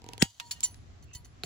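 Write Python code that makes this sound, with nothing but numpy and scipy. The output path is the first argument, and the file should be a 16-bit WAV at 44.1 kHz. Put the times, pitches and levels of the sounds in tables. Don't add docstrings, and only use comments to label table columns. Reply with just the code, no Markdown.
import sys
import numpy as np
from scipy import signal
from scipy.fft import rfft, irfft, next_fast_len
from scipy.io import wavfile
from scipy.ndimage import map_coordinates

SR = 44100
rng = np.random.default_rng(int(sys.argv[2]) if len(sys.argv) > 2 else 0)


def boost_factor(decibels):
    exponent = np.asarray(decibels, float) / 20
    return 10 ** exponent


def bounce(signal):
    frames = np.transpose(np.atleast_2d(signal))
    limited = np.clip(frames, -1, 1)
    pcm = np.round(limited * 32767).astype(np.int16)
    wavfile.write(sys.argv[1], SR, pcm)


N = 63945
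LAG_S = 0.00048

# frequency in Hz, level in dB per Hz.
RUMBLE_COLOUR = [(15, -38), (25, -3), (97, -2), (194, -20), (236, -16.5), (700, -33.5), (910, -70),
                 (1540, -120)]
HISS_COLOUR = [(410, -27), (700, -1.5), (961, -9), (1040, -6.5), (7460, -17), (8630, -31.5), (16500, -40.5)]
# frequency in Hz, likeness from 0 to 1.
EAR_LIKENESS = [(40, .1), (150, 1), (1000, 0.043), (8000, 0.058)]
# start in seconds, level in dB, pitch in Hz,
# time to fade by 60 dB in seconds.
HAND_KNOCKS = [(1.1535, -34.5, 75, 0.082), (0.89, -39, 72, 0.085), (1.4385, -34.5, 150, 0.045),
               (1.437, -34, 701, 0.03), (1.437, -30.5, 410, 0.025), (1.4354, -15.5, 4100, 0.0065),
               (1.4352, -30, 1460, 0.0087), (1.4352, -31.5, 2490, 0.011)]
# start in seconds, level in dB.
RUSTLES = [
    (0.2217, -3),
    (0.402, -7.5),
    (0.516, -6),
    (.64, -14),
]
# start in seconds, pitch in Hz, level in dB,
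# swell time in seconds, time to fade by 60 dB in seconds.
LONE_RINGS = [(.402, 950, -48, .006, .5), (.511, 950, -50, .004, .25), (.607, 950, -58, .005, .2),
              (.65, 950, -54, .006, .22), (.405, 4430, -62, .02, .5), (.445, 4430, -58, .004, .2),
              (.445, 7220, -62, .004, .2), (.515, 2925, -57, .005, .25), (.517, 10140, -46, .003, .1),
              (.645, 10140, -42, .035, .22), (.645, 2929, -53, .006, .16), (.68, 4430, -59, .006, .2),
              (.648, 6040, -38, .003, .07), (.65, 15550, -57, .005, .2), (1.15, 958, -57, .008, .16),
              (1.149, 4447, -52, .002, .14), (1.155, 10140, -52, .008, .14), (1.158, 12510, -59, .006, .16),
              (1.156, 10550, -50, .005, .08), (1.15, 2960, -60, .003, .12), (1.225, 2050, -63, .012, .14),
              (1.235, 10140, -64, .02, .3), (1.245, 14420, -69, .005, .12), (.652, 11780, -52, .003, .06),
              (.232, 9205, -58, .005, .3)]
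# start in seconds, peak in dB,
# time to fade by 60 dB in seconds, left-over-right balance in dB, centre in Hz.
DRY_TICKS = [(0.2205, -13, .014, 13.5, 1980), (0.2241, -2, 0.0063, -2, 4240), (.399, -35, .03, -3, 1050),
             (.3985, -24.5, 0.034, -1.5, 3080), (0.51, -25.5, 0.074, -3, 3900),
             (0.606, -22, 0.009, -1, 5500), (0.63, -25, 0.057, -2.5, 3900), (0.71, -44, 0.0065, 1.5, 13930),
             (0.7437, -39.5, 0.0088, -2, 3800), (1.042, -51, 0.011, 0, 12900),
             (.759, -50, .007, -0.5, 12900), (1.257, -52.5, 0.011, -0.5, 1210),
             (1.113, -52, 0.014, 4, 1500), (1.1488, -37, 0.03, -5.5, 5000), (1.4354, -20, 0.0076, -1, 3470),
             (1.438, -35, 0.06, -3, 3030)]
# start in seconds, crack peak in dB, knock peak in dB.
SLIPS = [(0.0187, -41, -48), (.042, -34.5, -41), (0.0637, -37, -39.5), (0.0887, -29.5, -35.5),
         (0.1343, -27, -39), (0.1797, -25, -40), (0.2122, -30, -36)]
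# centre in Hz, width in Hz, level in dB.
CRACK_TONE = [(2730, 1580, -3.5), (4300, 1600, -3), (7400, 1300, -9.5), (10370, 1800, -16),
              (14840, 2200, -21), (3300, 900, -12)]
# centre in Hz, width in Hz, level in dB.
CYLINDER_TONE = [(257, 96, -2.5), (461, 70, 0), (767, 48, 1.5), (953, 19, 8)]
# start in seconds, level in dB, attack in seconds,
# hold in seconds, rattle in dB.
BLOWS = [(0.223, -30, 0.00074, 0.00091, 1), (0.3973, -44.5, 0.0067, 0.0013, 7.5),
         (0.5091, -29, 0.0053, 0.0074, 6.5), (0.6331, -21, 0.00079, 0.017, -1),
         (1.15, -37.5, 0.00041, 0.006, 5), (0.449, -59.5, 0.0059, 0.053, -4),
         (.648, -34.5, 0.0025, 0.0095, 5), (1.0255, -54, .0005, 0.004, 6), (1.131, -49, 0.002, .012, 10),
         (1.2465, -49, 0.0005, 0.0063, 6.5), (0.56, -51.5, 0.0029, 0.003, 7), (1.44, -43, 0.001, 0.0038, 4),
         (.298, -56, .002, 0.0089, 7), (.342, -59, .002, .008, 5)]
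# pitch in Hz, level in dB,
# time to fade by 60 dB in seconds.
CUT_RING = [(788, -3, 0.09), (947, -13.5, 0.18), (1886, -3, 0.07), (2925, -9, 0.17), (3250, -5.5, 0.11),
            (6684, 0, 0.1), (7779, -13, 0.15), (4872, -18.5, .25), (9600, -14.5, .077), (9900, -25, .15),
            (10980, -24, .1)]
TAP_RING = [(950, -20, .1), (1860, -6, 0.15), (2850, -0.5, 0.093), (4240, -10.5, 0.22), (10300, -17, 0.019)]
SLACK_RING = [(950, -30, 0.1), (2980, -21, 0.22), (4416, -3.5, 0.061), (5430, -20, 0.039),
              (5620, -17.5, 0.066), (6130, -9, 0.074), (7160, 0, 0.053), (7600, -11.5, 0.057),
              (10440, -11, 0.07), (12520, -22, 0.05), (15540, -15, 0.068)]
CLINK_RING = [(973, -37, 0.11), (2970, -26.5, 0.13), (3951, -27.5, 0.071), (4430, -19, 0.053),
              (5890, -15.5, 0.092), (6100, -21.5, 0.19), (7220, 1, 0.031), (10120, -26, .35),
              (11790, -46, 0.146), (12530, -25, 0.05), (15550, -45.5, .2)]
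SHAKE_RING = [(967.6, -21, 0.2), (1970, -19.5, 0.099), (3030, -15.5, 0.086), (3730, -22, 0.063),
              (4370, -12.5, 0.13), (6160, -6, 0.054), (7220, -6, 0.1), (10140, -37, 0.15),
              (10560, -19.5, 0.116), (12510, -35, 0.15), (14420, -21, 0.067), (15550, -23, 0.13)]
# multiple of its pitch, left level in dB, right level in dB,
# share of the swell.
SQUEAL_TONES = [(1.43, -31, -47, 0.88), (1.16, -33.5, -42, 0.6), (2.37, -23, -55.5, 0.86),
                (4, -34, -35, 1.1), (5, -25.5, -56.5, 0.5), (6, -8, -50.5, 1.3)]
# centre in Hz, half width in Hz, depth in dB.
TREBLE_BITES = [(8797, 656, -10.5), (13400, 650, -34)]


def unit(x):
    return x / np.sqrt(np.mean(x ** 2) + 1e-20)


def along(points, hz):
    f, v = np.transpose(points)
    return np.interp(np.log(hz + 1), np.log(f + 1), v)


def wobble(rate, size):
    knots = rng.standard_normal(size // 32 + 4)
    return map_coordinates(knots, [np.arange(size) * rate / SR])


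def filtered(x, response):
    n = x.shape[-1]
    m = next_fast_len(n + 8192)
    return irfft(rfft(x, m) * response(np.fft.rfftfreq(m, 1 / SR)), m)[..., :n]


def resonances(rows):
    def response(f):
        total = 0
        for k, (centre, width, db) in enumerate(rows):
            loss = 1j * f * width
            total = total + (-1) ** k * boost_factor(db) * loss / (centre * centre - f * f + loss)
        return total
    return response


def add(out, x, s, pan_db, lag=LAG_S):
    x = x * boost_factor(np.array([[pan_db / 2], [-pan_db / 2]]))
    delays = np.clip(-pan_db / 2, 0, 1) * np.array([lag / 2, -lag / 2])
    for track, sound, late in zip(out, x, delays):
        part = track[round((s + late) * SR):][:len(sound)]
        part += sound[:len(part)]


def since(count):
    return np.arange(count) / SR


def pair(size, alike):
    a, b = rng.standard_normal((2, size))
    u = np.arccos(np.clip(alike, -1, 1)) / 2
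    return np.array([np.cos(u) * a + np.sin(u) * b, np.cos(u) * a - np.sin(u) * b])


def rush(colour):
    def split(hz):
        turn = np.arccos(np.clip(along(EAR_LIKENESS, hz), -1, 1)) / 2
        return boost_factor(along(colour, hz)) * [np.cos(turn), np.sin(turn)]
    mid, side = filtered(rng.standard_normal((2, N)), split)
    left = np.roll(mid + side, round(LAG_S * SR))
    return np.array([left, mid - side]) / mid.std()


def yard():
    duck_s, recover_s = 0.258, 0.14
    t = since(N)
    duck = (t > duck_s) * np.exp(-(np.maximum(t - duck_s, 0) / recover_s) ** 2)
    rumble = boost_factor(-51.5 - 23.5 * duck + 1.8 * wobble(23, N)) * rush(RUMBLE_COLOUR)
    hiss = boost_factor(-67.5 - 8 * duck + 1.3 * wobble(7.6, N)) * rush(HISS_COLOUR)
    return rumble + hiss


def handling():
    out, t = np.zeros((2, N)), since(13000)
    for s, db, hz, t60 in HAND_KNOCKS:
        knock = boost_factor(db - 60 * t / t60) * (1 - np.exp(-t / 0.00084)) * np.sin(2 * np.pi * hz * t)
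        add(out, knock, s, -3, lag=0)

    scrape_s, scrape_long_s, scrape_db, scrape_hz = 1.06, 0.12, -64, 2680
    narrow = resonances([(scrape_hz, 250, 0)])
    scrape = unit(filtered(pair(len(t), 0.37), lambda f: narrow(f) ** 2))
    stroke = np.sin(np.pi * np.clip(t / scrape_long_s, 0, 1))
    add(out, boost_factor(scrape_db + 1.6 * wobble(74, len(t))) * stroke * scrape, scrape_s, -1.5)

    papery = resonances([(3180, 670, 1.5), (6440, 1700, 1.5), (10100, 990, -9.5),
                         (4700, 540, -0.5), (15200, 1450, -12)])
    for s, db in RUSTLES:
        rustle = unit(filtered(pair(len(t), 0.38), papery))
        level = boost_factor(-53 + db - 60 * t + 1.6 * wobble(50, len(t)))
        add(out, level * rustle, s, 0.3)
    return out


def singing():
    out, t = np.zeros((2, N)), since(13000)
    for s, hz, db, swell, t60 in LONE_RINGS:
        waver = 2.8 * min(hz / 5000, 1) * wobble(140, len(t))
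        level = boost_factor(db - 60 * t / t60 + waver) * (1 - np.exp(-t / swell))
        drift = 0.6 * wobble(90, len(t)) * min(hz / 6000, 1)
        tone = np.sin(2 * np.pi * hz * t + drift + [[0.55], [-0.55]])
        add(out, level * tone, s, -1.2, lag=0)
    return out


def ticks():
    out, t = np.zeros((2, N)), since(9000)
    edge = resonances([(7350, 1500, -14.5), (16000, 1400, -26)])
    for s, db, t60, pan, hz in DRY_TICKS:
        body = resonances([(hz, 1.56 * hz, 0)])
        steepness = 2 + (hz < 2500)
        brightness = min(hz / 4000, 1) ** 3
        answer = boost_factor(-22.5 - 60 * t / 0.096)
        shape = (1 - np.exp(-t / 0.00018)) * boost_factor(-60 * t / t60) + answer
        burst = filtered(pair(len(t), 0.2) * shape, lambda f: body(f) ** steepness + brightness * edge(f))
        add(out, boost_factor(db) * burst / abs(burst).max(), s, pan)
    return out


def creak():
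    out, t = np.zeros((2, N)), since(2600)
    for s, db, knock_db in SLIPS:
        fade = boost_factor(-60 * t / 0.0037) + boost_factor(-28 - 60 * t / 0.07)
        crack = filtered(pair(len(t), 0.64) * fade, resonances(CRACK_TONE))
        knock = filtered(t * np.exp(-t / 0.00015), resonances(CYLINDER_TONE))
        add(out, boost_factor(db) * crack / abs(crack).max(), s, -2.5)
        add(out, boost_factor(knock_db) * knock / abs(knock).max(), s, -2.5, lag=0)

    t = since(9000)
    groan = unit(filtered(pair(len(t), 0.37), resonances(CYLINDER_TONE + [(1980, 2200, -15.5)])))
    strain = boost_factor(-58.5 + 3.3 * wobble(46, len(t))) * np.sin(np.pi * t / t[-1])
    add(out, strain * groan, 0.02, -1.5)
    return out


def jaws():
    grit_db, grit_hz, grit_t60, grain_db = -0.5, 5500, 0.062, 5.5
    struck = [CUT_RING, TAP_RING, SLACK_RING, CLINK_RING, SHAKE_RING, SLACK_RING, SHAKE_RING,
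              SHAKE_RING, SHAKE_RING, SHAKE_RING, TAP_RING, SLACK_RING, SHAKE_RING, SHAKE_RING]
    out, t = np.zeros((2, N)), since(13000)
    gritty = resonances([(grit_hz, grit_hz, 0)])
    for (s, db, attack, hold, rattle_db), modes in zip(BLOWS, struck):
        free = np.maximum(t - hold, 0)
        rise = 1 - np.exp(-t / attack)
        grit_level = rattle_db + grit_db + grain_db * wobble(770, len(t)) - 60 * free / grit_t60
        grains = boost_factor(grit_level) * pair(len(t), 0.44)
        ring = filtered(grains, lambda f: boost_factor(-12.5) * gritty(f) ** 2)
        for hz, level, t60 in modes:
            lead = rng.uniform(0.33, 0.84) * np.array([[1], [-1]]) + rng.uniform(0, 7.27)
            chatter = np.tanh(wobble(180, len(t))) * np.exp(-free / 0.053)
            flutter = min(hz / 5000, 1) * rattle_db * chatter
            tone = np.sin(2 * np.pi * hz * t + lead + 0.06 * flutter)
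            ring = ring + boost_factor(level + flutter - 60 * free / min(t60, 0.3)) * tone
        add(out, boost_factor(db) * rise * ring, s, -0.8, lag=0)
    return out


def cut():
    squeal_hz, squeal_s, squeal_end_s, swell_db = 1360, 0.195, 0.24, 29
    out, t = np.zeros((2, N)), since(1500)
    left = np.clip(1 - t / (squeal_end_s - squeal_s), 0, 1)
    for k, left_db, right_db, share in SQUEAL_TONES:
        swell = boost_factor(-swell_db * share * left) * (1 - np.exp(-t / 0.0045)) * (left > 0)
        tone = np.sin(2 * np.pi * k * squeal_hz * t + 0.79 * wobble(600, len(t)))
        tone = tone * boost_factor(2.8 * wobble(504, len(t)))
        add(out, swell * tone * boost_factor(np.array([[left_db], [right_db]])), squeal_s, 0, lag=0)

    thump_hz, sag_per_s = 290, 115
    t = since(13000)
    cycles = thump_hz * (1 - np.exp(-sag_per_s * t)) / sag_per_s
    thump = boost_factor(-6 - 60 * t / 0.027) * np.sin(2 * np.pi * cycles) * (1 - np.exp(-t / 0.00012))
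    heave = boost_factor(-45.5 - 60 * t / 0.32) * np.sin(2 * np.pi * 102 * t)
    add(out, thump + heave, 0.2262, -1.6, lag=0.00033)
    return out


def scene():
    return yard() + handling() + singing() + ticks() + creak() + jaws() + cut()


def roll_off(x):
    return signal.sosfilt(signal.butter(12, 17000, fs=SR, output="sos"), x)


def record(dry):
    low_hz, top_hz = 40.8, 16400

    def tone_curve(f):
        bites = boost_factor(sum(db * np.exp(-((f - hz) / half) ** 4) for hz, half, db in TREBLE_BITES))
        treble_end = np.clip((top_hz - f) / 700, 0, 1)
        bass_end = (1j * f / (1j * f + low_hz)) ** 2
        return bites * treble_end * bass_end

    return roll_off(filtered(dry, tone_curve))


dry = scene()
out = record(dry)
bounce(out)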